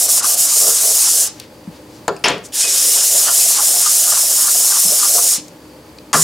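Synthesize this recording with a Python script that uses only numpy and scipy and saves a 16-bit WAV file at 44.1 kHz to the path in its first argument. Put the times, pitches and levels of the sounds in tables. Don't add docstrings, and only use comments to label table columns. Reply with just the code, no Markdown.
import sys
import numpy as np
from scipy import signal
from scipy.fft import rfft, irfft, next_fast_len
from scipy.io import wavfile
from scipy.ndimage import uniform_filter1d, map_coordinates

SR = 44100
rng = np.random.default_rng(int(sys.argv[2]) if len(sys.argv) > 2 else 0)


def volts_from_db(level):
    exponent = np.asarray(level, float) / 20
    return 10 ** exponent


def master(y):
    cut = np.clip(np.atleast_2d(y).T, -1, 1)
    pcm = np.round(cut * 32767)
    wavfile.write(sys.argv[1], SR, pcm.astype(np.int16))


N = 274743
TIME = np.arange(N) / SR

# time_s, pressure_db, speed_db
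RUBS = [
    [(0, -14.5, -3), (.15, -14.5, -2.5), (.6, -14, -4.5), (1.24, -15, -5), (1.275, -20.5, -10),
     (1.31, -65, -18)],
    [(2.522, -46, -3), (2.543, -24, -4), (2.61, -12.5, -12), (2.73, -14.5, -8.5), (2.9, -15, -4),
     (5.2, -14.5, -3.5), (5.34, -13, -8), (5.365, -21, -11), (5.395, -42, -15)],
    [(6.131, -19, -22), (6.17, -17.5, -7), (6.23, -15, -8)],
]
# pitch_hz, width_hz, level_db
BOARDS = [(162.4, 8.5, 4.5), (220, 83, 3), (287, 125, -5), (400, 23, -2), (464, 75, 0), (547.5, 52, -5.5),
          (621.6, 78, -2.5), (701.2, 50.4, -1.5), (874, 133, -2.5), (990, 110, 0.5), (1115, 113, -1),
          (1183, 94, 0.5), (1256, 150, -3), (1392, 45, -3), (1570, 93, -4), (1697, 190, -2.5),
          (1950, 160, -9.5)]


def scratch():
    # time_s, depth_db, width_s
    stall_points = [
        (0.075, 9, 0.0099),
        (0.217, 14, 0.0086),
        (.362, 9, .009),
        (.49, 4, 0.013),
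        (2.575, 2, 0.0098),
        (2.665, 5, 0.038),
    ]
    # pitch_hz, level_db
    hiss_shape = [(880, -45.5), (1500, -21.5), (2120, -19), (2660, -16.5), (2860, -16.5), (4330, -10),
                  (5380, -3.5), (6000, -3.5), (7030, -2), (9100, 0), (10900, -1.5), (15100, -8),
                  (16000, -15.5)]
    # pitch_hz, width_hz, level_db
    gear_rings = [(2538, 57, -32.5), (2912, 550, -25.5), (3700, 83, -59), (5290, 270, -32),
                  (7000, 1000, -27)]

    stalls = sum(db * hump(s, width, width) for s, db, width in stall_points)
    slowing = sum(db * hump(s - 0.021, 0.025, 0.025) for s, _, _, db in turn_table())
    speed_db = along(RUBS, order=2) - slowing
    pressure_db = along(RUBS, order=1)

    second_s, third_s = RUBS[1][0][0], RUBS[2][0][0]
    later_worn_s = np.where(TIME < third_s, TIME - second_s, TIME)
    worn_s = np.where(TIME < second_s, TIME + 2, later_worn_s)
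    coarse_db = -16.5 - 0.38 * speed_db - 0.58 * (pressure_db + 15) + 0.36 * stalls
    coarse_db = coarse_db - 1 * (np.minimum(worn_s, 3) - 2)

    grains = grit(30000, 0.74, 0.35)
    grains = grains + sum(volts_from_db(db + 5.3 * wander(0.018)) * resonate(grains, hz, width)
                          for hz, width, db in gear_rings)
    hiss = coloured(hand_echo(grains),
                    lambda hz: read(hiss_shape, hz) - 30 * np.clip(1500 / (hz + 1) - 1, 0, 2))
    rasp = coloured(hiss, lambda hz: -10 * np.log10(1 + (hz / 4000) ** 10))
    top = coloured(hiss, lambda hz: -10 * np.log10(1 + (11000 / (hz + 1)) ** 10))
    blend = evened(hiss - rasp - top)
    blend = blend + volts_from_db(speed_db - 0.64 * stalls) * evened(top)
    blend = blend + volts_from_db(coarse_db) * evened(rasp)
    return touching(RUBS) * volts_from_db(pressure_db - stalls + 0.83 * wander(0.02)) * blend


def turn_table():
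    # time_s, high_boards_db, build_up_s, speed_lost_db
    turn_rows = [(.245, -21.5, 0.028, 11), (.53, -28.5, 0.035, 4), (.7, -29.5, .04, -1),
                 (.79, -35, 0.025, 4.5), (.91, -39, 0.045, -0.5), (1.085, -30, 0.056, 5),
                 (3.02, -32, 0.029, 5), (3.3, -23, 0.035, 6), (3.595, -21, 0.032, 7), (3.88, -27, 0.058, 6),
                 (4.169, -24.5, 0.065, 4.5), (4.484, -26.5, 0.08, 1.5), (4.765, -25, 0.065, 5),
                 (5.045, -24, 0.049, 6), (5.19, -27, 0.021, -0.5)]
    return turn_rows


def grit(per_s, spread_db, flicker_db):
    happens = rng.random(N) < per_s / SR
    clicks = rng.standard_normal(N) * volts_from_db(spread_db * rng.standard_normal(N)) * happens
    return evened(clicks * volts_from_db(flicker_db * wander(0.0027) + 0.5 * wander(0.057)))


def hand_echo(x):
    late_samples = 0.00055 * SR * (1 + 0.1 * wander(0.048))
    return x + volts_from_db(-16) * map_coordinates(x, [np.arange(N) - late_samples], order=3)


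def touching(tables):
    return sum((TIME >= rows[0][0]) & (TIME <= rows[-1][0] + 400 / SR) for rows in tables)


def bench():
    # time_s, low_boards_db, length_s, boards_centre_hz
    lean_rows = [(0.03, -26.5, 0.029, 645), (0.332, -35.5, 0.1, 646), (0.588, -36, 0.038, 530),
                 (0.674, -23.5, 0.032, 570), (0.878, -28, 0.05, 564), (1.182, -35, .05, 550),
                 (2.675, -33.5, 0.032, 465), (2.865, -31.5, .03, 495), (2.987, -36.5, .04, 600),
                 (3.126, -31, 0.055, 545), (3.28, -31, .04, 676), (3.448, -32.5, 0.038, 605),
                 (3.727, -35.5, 0.13, 634), (4.05, -36.5, 0.1, 653), (4.285, -35, 0.054, 640),
                 (4.57, -36, 0.11, 620), (4.91, -29.5, 0.05, 605), (5.136, -30, 0.058, 600),
                 (5.24, -30, 0.036, 610)]
    # time_s, level_db, rise_s, fall_s, pitch_hz
    squeak_rows = [
        (2.64, -26, 0.024, 0.036, 2505),
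        (2.79, -37, .03, 0.02, 2515),
        (2.95, -34, 0.036, .035, 2885),
        (3.25, -36, .035, .03, 2895),
    ]

    lightness_db = 0.5 * np.minimum(along(RUBS, order=1) + 16, 0)
    shake = grit(1500, 3.16, 2.7) * touching(RUBS[:2]) * volts_from_db(lightness_db)

    leans = [volts_from_db(db) * cusp(s, length, length) for s, db, length, _ in lean_rows] + [volts_from_db(-42)]
    centres_hz = [row[-1] for row in lean_rows] + [600]
    centre_hz = sum(g * hz for g, hz in zip(leans, centres_hz)) / sum(leans)
    low = boards(shake * sum(leans), centre_hz, 0.33, BOARDS[2:9])

    turns = volts_from_db(-38.5) + sum(volts_from_db(db) * cusp(s, build, 0.011) for s, db, build, _ in turn_table())
    high = boards(shake * turns, 1154 * (1 + 0.15 * wander(0.017)), 0.56, BOARDS[8:])

    edge = rng.standard_normal(N)
    squeak = sum(volts_from_db(db) * resonate(edge * hump(s, rise, fall), hz, 50)
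                 for s, db, rise, fall, hz in squeak_rows)
    return low + high + squeak


def boards(drive, centre_hz, reach, modes=BOARDS):
    centre_hz = np.maximum(centre_hz, 50)
    share = [volts_from_db(db - 5 * (np.log2(hz / centre_hz) / reach) ** 2) for hz, _, db in modes]
    total = np.sqrt(sum(g ** 2 for g in share))
    return sum(resonate(drive * g / total, hz, width) for g, (hz, width, _) in zip(share, modes))


def knocks():
    # time_s, boards_db, boards_centre_hz, crack_db, rattle_t60_s
    edge_down = [
        (2.0805, -4, 400, 2.5, .017),
        (2.082, -7, 1050, -15, 0.036),
        (2.083, -11, 432, -49, 0.14),
    ]
    face_down = [
        (2.240, -13.5, 625, -14.5, 0.31),
        (2.256, -37, 1100, -12, 0.15),
        (2.277, -28, 500, -13.5, 0.24),
        (2.297, -16.5, 367, -28, 0.3),
    ]
    slid_down = [
        (6.1312, -4.5, 1230, -12, 0.15),
        (6.14, -15, 2000, -39, 0.18),
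        (6.136, -12, 470, -42, 0.19),
        (6.14, -18, 216, -42, 0.26),
    ]

    out = np.zeros(N)
    for crack_top_hz, rows in zip((1490, 3570, 2400), (edge_down, face_down, slid_down)):
        for s, board_db, centre_hz, crack_db, t60 in rows:
            sign, size = rng.standard_normal((2, SR // 2))
            rattle = struck(evened(sign * volts_from_db(2.5 * size)), t60, 0.001, 0.2)
            crack = coloured(rattle, lambda hz: -10 * np.log10(
                (1 + (hz / crack_top_hz) ** 5.7) * (1 + (250 / (hz + 1)) ** 4)))
            add(out, s, volts_from_db(board_db) * boards(rattle, centre_hz, 0.65) + volts_from_db(crack_db + 8) * crack)
    return out


def struck(noise, t60, rise, blow):
    t = TIME[:SR // 2]
    kick = blow * np.sqrt(t60 * SR / np.log(10 ** 6)) * (np.arange(SR // 2) == 8)
    return kick + noise * (1 - np.exp(-t / rise)) * volts_from_db(-60 * t / t60)


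def fingers():
    # time_s, peak_db, centre_hz, width_hz, t60_s
    tick_rows = [(1.3988, -25.5, 8100, 8900, .017), (1.3992, -30, 2830, 1350, .013),
                 (1.4002, -25.5, 4560, 1850, .021), (1.642, -44, 4100, 3900, .021),
                 (2.1642, -40, 2520, 310, .06), (2.1648, -37, 7600, 2600, .025),
                 (2.1652, -39, 5000, 610, .045), (2.381, -38, 7800, 5900, .021),
                 (5.482, -35, 6500, 4100, 0.031), (5.9852, -32, 4450, 1600, .016),
                 (5.9858, -41, 7600, 4100, .011), (5.9862, -43, 2510, 500, .028)]
    # time_s, peak_db, centre_hz, width_hz, t60_s
    ring_rows = [(2.0795, -14.5, 7200, 950, 0.016), (2.0805, -25, 10200, 4100, 0.021),
                 (2.0814, -21.5, 3960, 3020, 0.063), (2.19, -54, 9860, 100, 0.72),
                 (2.2388, -21, 7600, 4000, .012), (2.2423, -15.5, 5260, 1100, 0.18),
                 (2.2427, -14, 2670, 1250, 0.19), (2.2432, -29.5, 9900, 150, 0.12),
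                 (2.284, -9, 7200, 1250, 0.019), (2.3032, -28, 10600, 2500, 0.01),
                 (6.1301, -7.5, 6400, 4100, 0.015)]
    # time_s, peak_db, centre_hz, width_hz, t60_s
    bump_rows = [(.245, -33, 1200, 300, 0.041), (.401, -39.5, 170, 140, .11),
                 (.685, -25.5, 550, 400, 0.071), (1.675, -27, 187, 130, 0.13),
                 (3.15, -23.5, 580, 250, .073), (3.298, -28, 1190, 150, .032), (3.585, -23, 1170, 130, .05),
                 (3.861, -19.5, 1230, 200, .049), (4.149, -28, 1190, 130, .05),
                 (4.851, -33, 200, 126, 0.32), (4.92, -23, 590, 200, .042), (5.03, -19.5, 1170, 150, .04),
                 (5.166, -37, 1180, 200, .046), (5.381, -40, 226, 150, 0.52)]
    # time_s, level_db, length_s, centre_hz, width_hz
    brush_rows = [
        (1.423, -44, 0.051, 2800, 4070),
        (1.347, -46.5, 0.12, 4970, 6000),
        (1.76, -47.5, 0.055, 3380, 5000),
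        (1.952, -48, 0.069, 4760, 6000),
        (2.457, -33, 0.022, 7000, 5000),
        (2.488, -45, .005, 8000, 6000),
        (5.43, -46, 0.074, 5850, 6030),
    ]

    out = np.zeros(N)
    for s, db, hz, width, t60 in tick_rows + ring_rows + bump_rows:
        puff = struck(rng.standard_normal(SR // 2), t60, 0.00061, 0.77)
        add(out, s, volts_from_db(db) * resonate(puff, hz, width))
    noise = rng.standard_normal(N)
    for s, db, length, hz, width in brush_rows:
        swell = np.exp(-2 * ((TIME - s) / length) ** 2)
        out = out + volts_from_db(db) * swell * resonate(noise, hz, width)
    return out


def room(x):
    # pitch_hz, t60_s
    echo_times = [(200, 0.22), (1000, 0.33), (4000, 0.33), (8000, 0.23), (14000, 0.059)]
    taps = rng.choice([-1., 1.], SR // 2) * (rng.random(SR // 2) < 8000 / SR)
    taps[:200] = 0
    hz, t, z = signal.stft(taps, SR, nperseg=256)
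    fade = volts_from_db(-60 * t / read(echo_times, hz)[:, None])
    tail = signal.istft(z * fade, SR, nperseg=256)[1]
    return signal.fftconvolve(x, tail / np.linalg.norm(tail))[:N]


def shop():
    # pitch_hz, level_db
    air_shape = [(18, -43), (30, -28), (124, -10), (157, -12), (303, -10), (374, -14), (526, -11),
                 (684, -20), (889, -17), (1320, -24.5), (2010, -26.5), (3580, -30.5), (4650, -33),
                 (6050, -32.5), (16000, -39)]
    # pitch_hz, likeness (0 to 1)
    side_likeness = [(60, 0.95), (240, 1), (950, 0.74), (3800, 0.41), (5500, 0.61), (8000, 0.98)]
    # pitch_hz, left_minus_right_db
    left_lead = [(60, 0.5), (240, 0.4), (950, 1.15), (3770, 0), (15000, 0.0)]
    # pitch_hz, width_hz, level_db
    hum_rows = [(65.93, 13, -54.5), (121, 28, -57), (250, 15, -61.5), (307, 25, -46.5), (506.5, 37, -53.5),
                (596, 18, -54.5), (839, 23, -58), (4650, 650, -57)]

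    def same(hz):
        return np.clip(read(side_likeness, hz), 0.01, 0.999)

    left, other = rng.standard_normal((2, N))
    right = coloured(left, lambda hz: 20 * np.log10(same(hz)) - read(left_lead, hz))
    right = right + coloured(other, lambda hz: 10 * np.log10(1 - same(hz) ** 2) - read(left_lead, hz))
    air = np.array([coloured(c, lambda hz: read(air_shape, hz)) for c in (left, right)])
    air = volts_from_db(-41.5 + 0.46 * wander(0.063)) * evened(air)
    hums = sum(volts_from_db(db + 1.65 * wander(0.085)) * resonate(rng.standard_normal(N), hz, width)
               for hz, width, db in hum_rows)
    return air + hums * volts_from_db([[0.5], [-0.6]])


def evened(x):
    return x / np.sqrt(np.mean(x ** 2) + 1e-20)


def read(points, hz):
    f, value = np.transpose(points)
    return np.interp(np.log(hz + 1), np.log(f + 1), value)


def coloured(x, db_of_hz):
    size = next_fast_len(len(x), True)
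    gain = volts_from_db(db_of_hz(np.fft.rfftfreq(size, 1 / SR)))
    return irfft(rfft(x, size) * gain, size)[:len(x)]


def along(tables, order):
    rows = np.vstack(tables)
    return np.interp(TIME, rows[:, 0], rows[:, order])


def resonate(x, hz, width):
    r = np.exp(-np.pi * width / SR)
    pole = [1, -r * np.exp(2j * np.pi * min(hz, SR / 2) / SR)]
    gain = np.sqrt(2 * (1 - r * r) ** 3 / (1 + r * r))
    return gain * signal.lfilter([1], np.convolve(pole, pole), x).real


def wander(seconds):
    coarse = TIME[::32]
    size = max(round(seconds * len(coarse) / TIME[-1]), 1)
    smooth = uniform_filter1d(uniform_filter1d(rng.standard_normal(len(coarse)), size), size)
    return np.interp(TIME, coarse, evened(smooth))


def add(mix, s, sound):
    part = mix[round(s * SR):][:len(sound)]
    part += sound[:len(part)]


def hump(s, rise, fall):
    return np.exp(-0.5 * ((TIME - s) / np.where(TIME < s, rise, fall)) ** 2)


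def cusp(s, rise, fall, sharp=1.21):
    return np.exp(-(abs(TIME - s) / np.where(TIME < s, rise, fall)) ** sharp)


def scene():
    # pitch_hz, side_minus_mid_db
    rub_spread = [(60, -52), (110, -51.5), (200, -65), (380, -54), (700, -13.5), (1290, -49), (2380, -16.5),
                  (4400, -19.5), (8120, -12), (15000, -31)]
    # pitch_hz, side_minus_mid_db
    hit_spread = [(60, -34), (180, -28), (550, -23), (1650, -25), (4970, -22.5), (15000, -35)]

    rub = scratch() + bench()
    hits = knocks() + fingers()
    dull_hits = coloured(hits, lambda hz: -10 * np.log10(1 + (hz / 4500) ** 3))
    mid = rub + hits + volts_from_db(-16.5) * room(rub) + volts_from_db(-14) * room(dull_hits)
    side = coloured(room(rub) * volts_from_db(1.5 * wander(0.015)), lambda hz: read(rub_spread, hz) - 4)
    side = side + coloured(2.2 * hits + room(hits), lambda hz: read(hit_spread, hz) + 1.2)

    power_db = 10 * np.log10(abs(uniform_filter1d(mid ** 2, size=800)) + 1e-12)
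    recovery = TIME * 510
    over_db = np.maximum(np.maximum.accumulate(power_db + recovery) - recovery + 24, 0)
    return np.array([mid + side, mid - side]) + shop() * volts_from_db(-0.5 * over_db)


def roll_off(x):
    return signal.sosfilt(signal.butter(12, 16700, fs=SR, output="sos"), x)


def record(dry):
    thinned = signal.sosfilt(signal.butter(2, 60 / (SR / 2), "high", output="sos"), dry)
    limited = 1.15 * np.tanh(thinned / 1.15)
    edge_filter = signal.firwin(511, 15900, window=("kaiser", 9), fs=SR)
    cut = signal.oaconvolve(limited, edge_filter[None], "same")
    return roll_off(np.clip(cut, -1, 1))


dry = scene()
out = record(dry)
master(out)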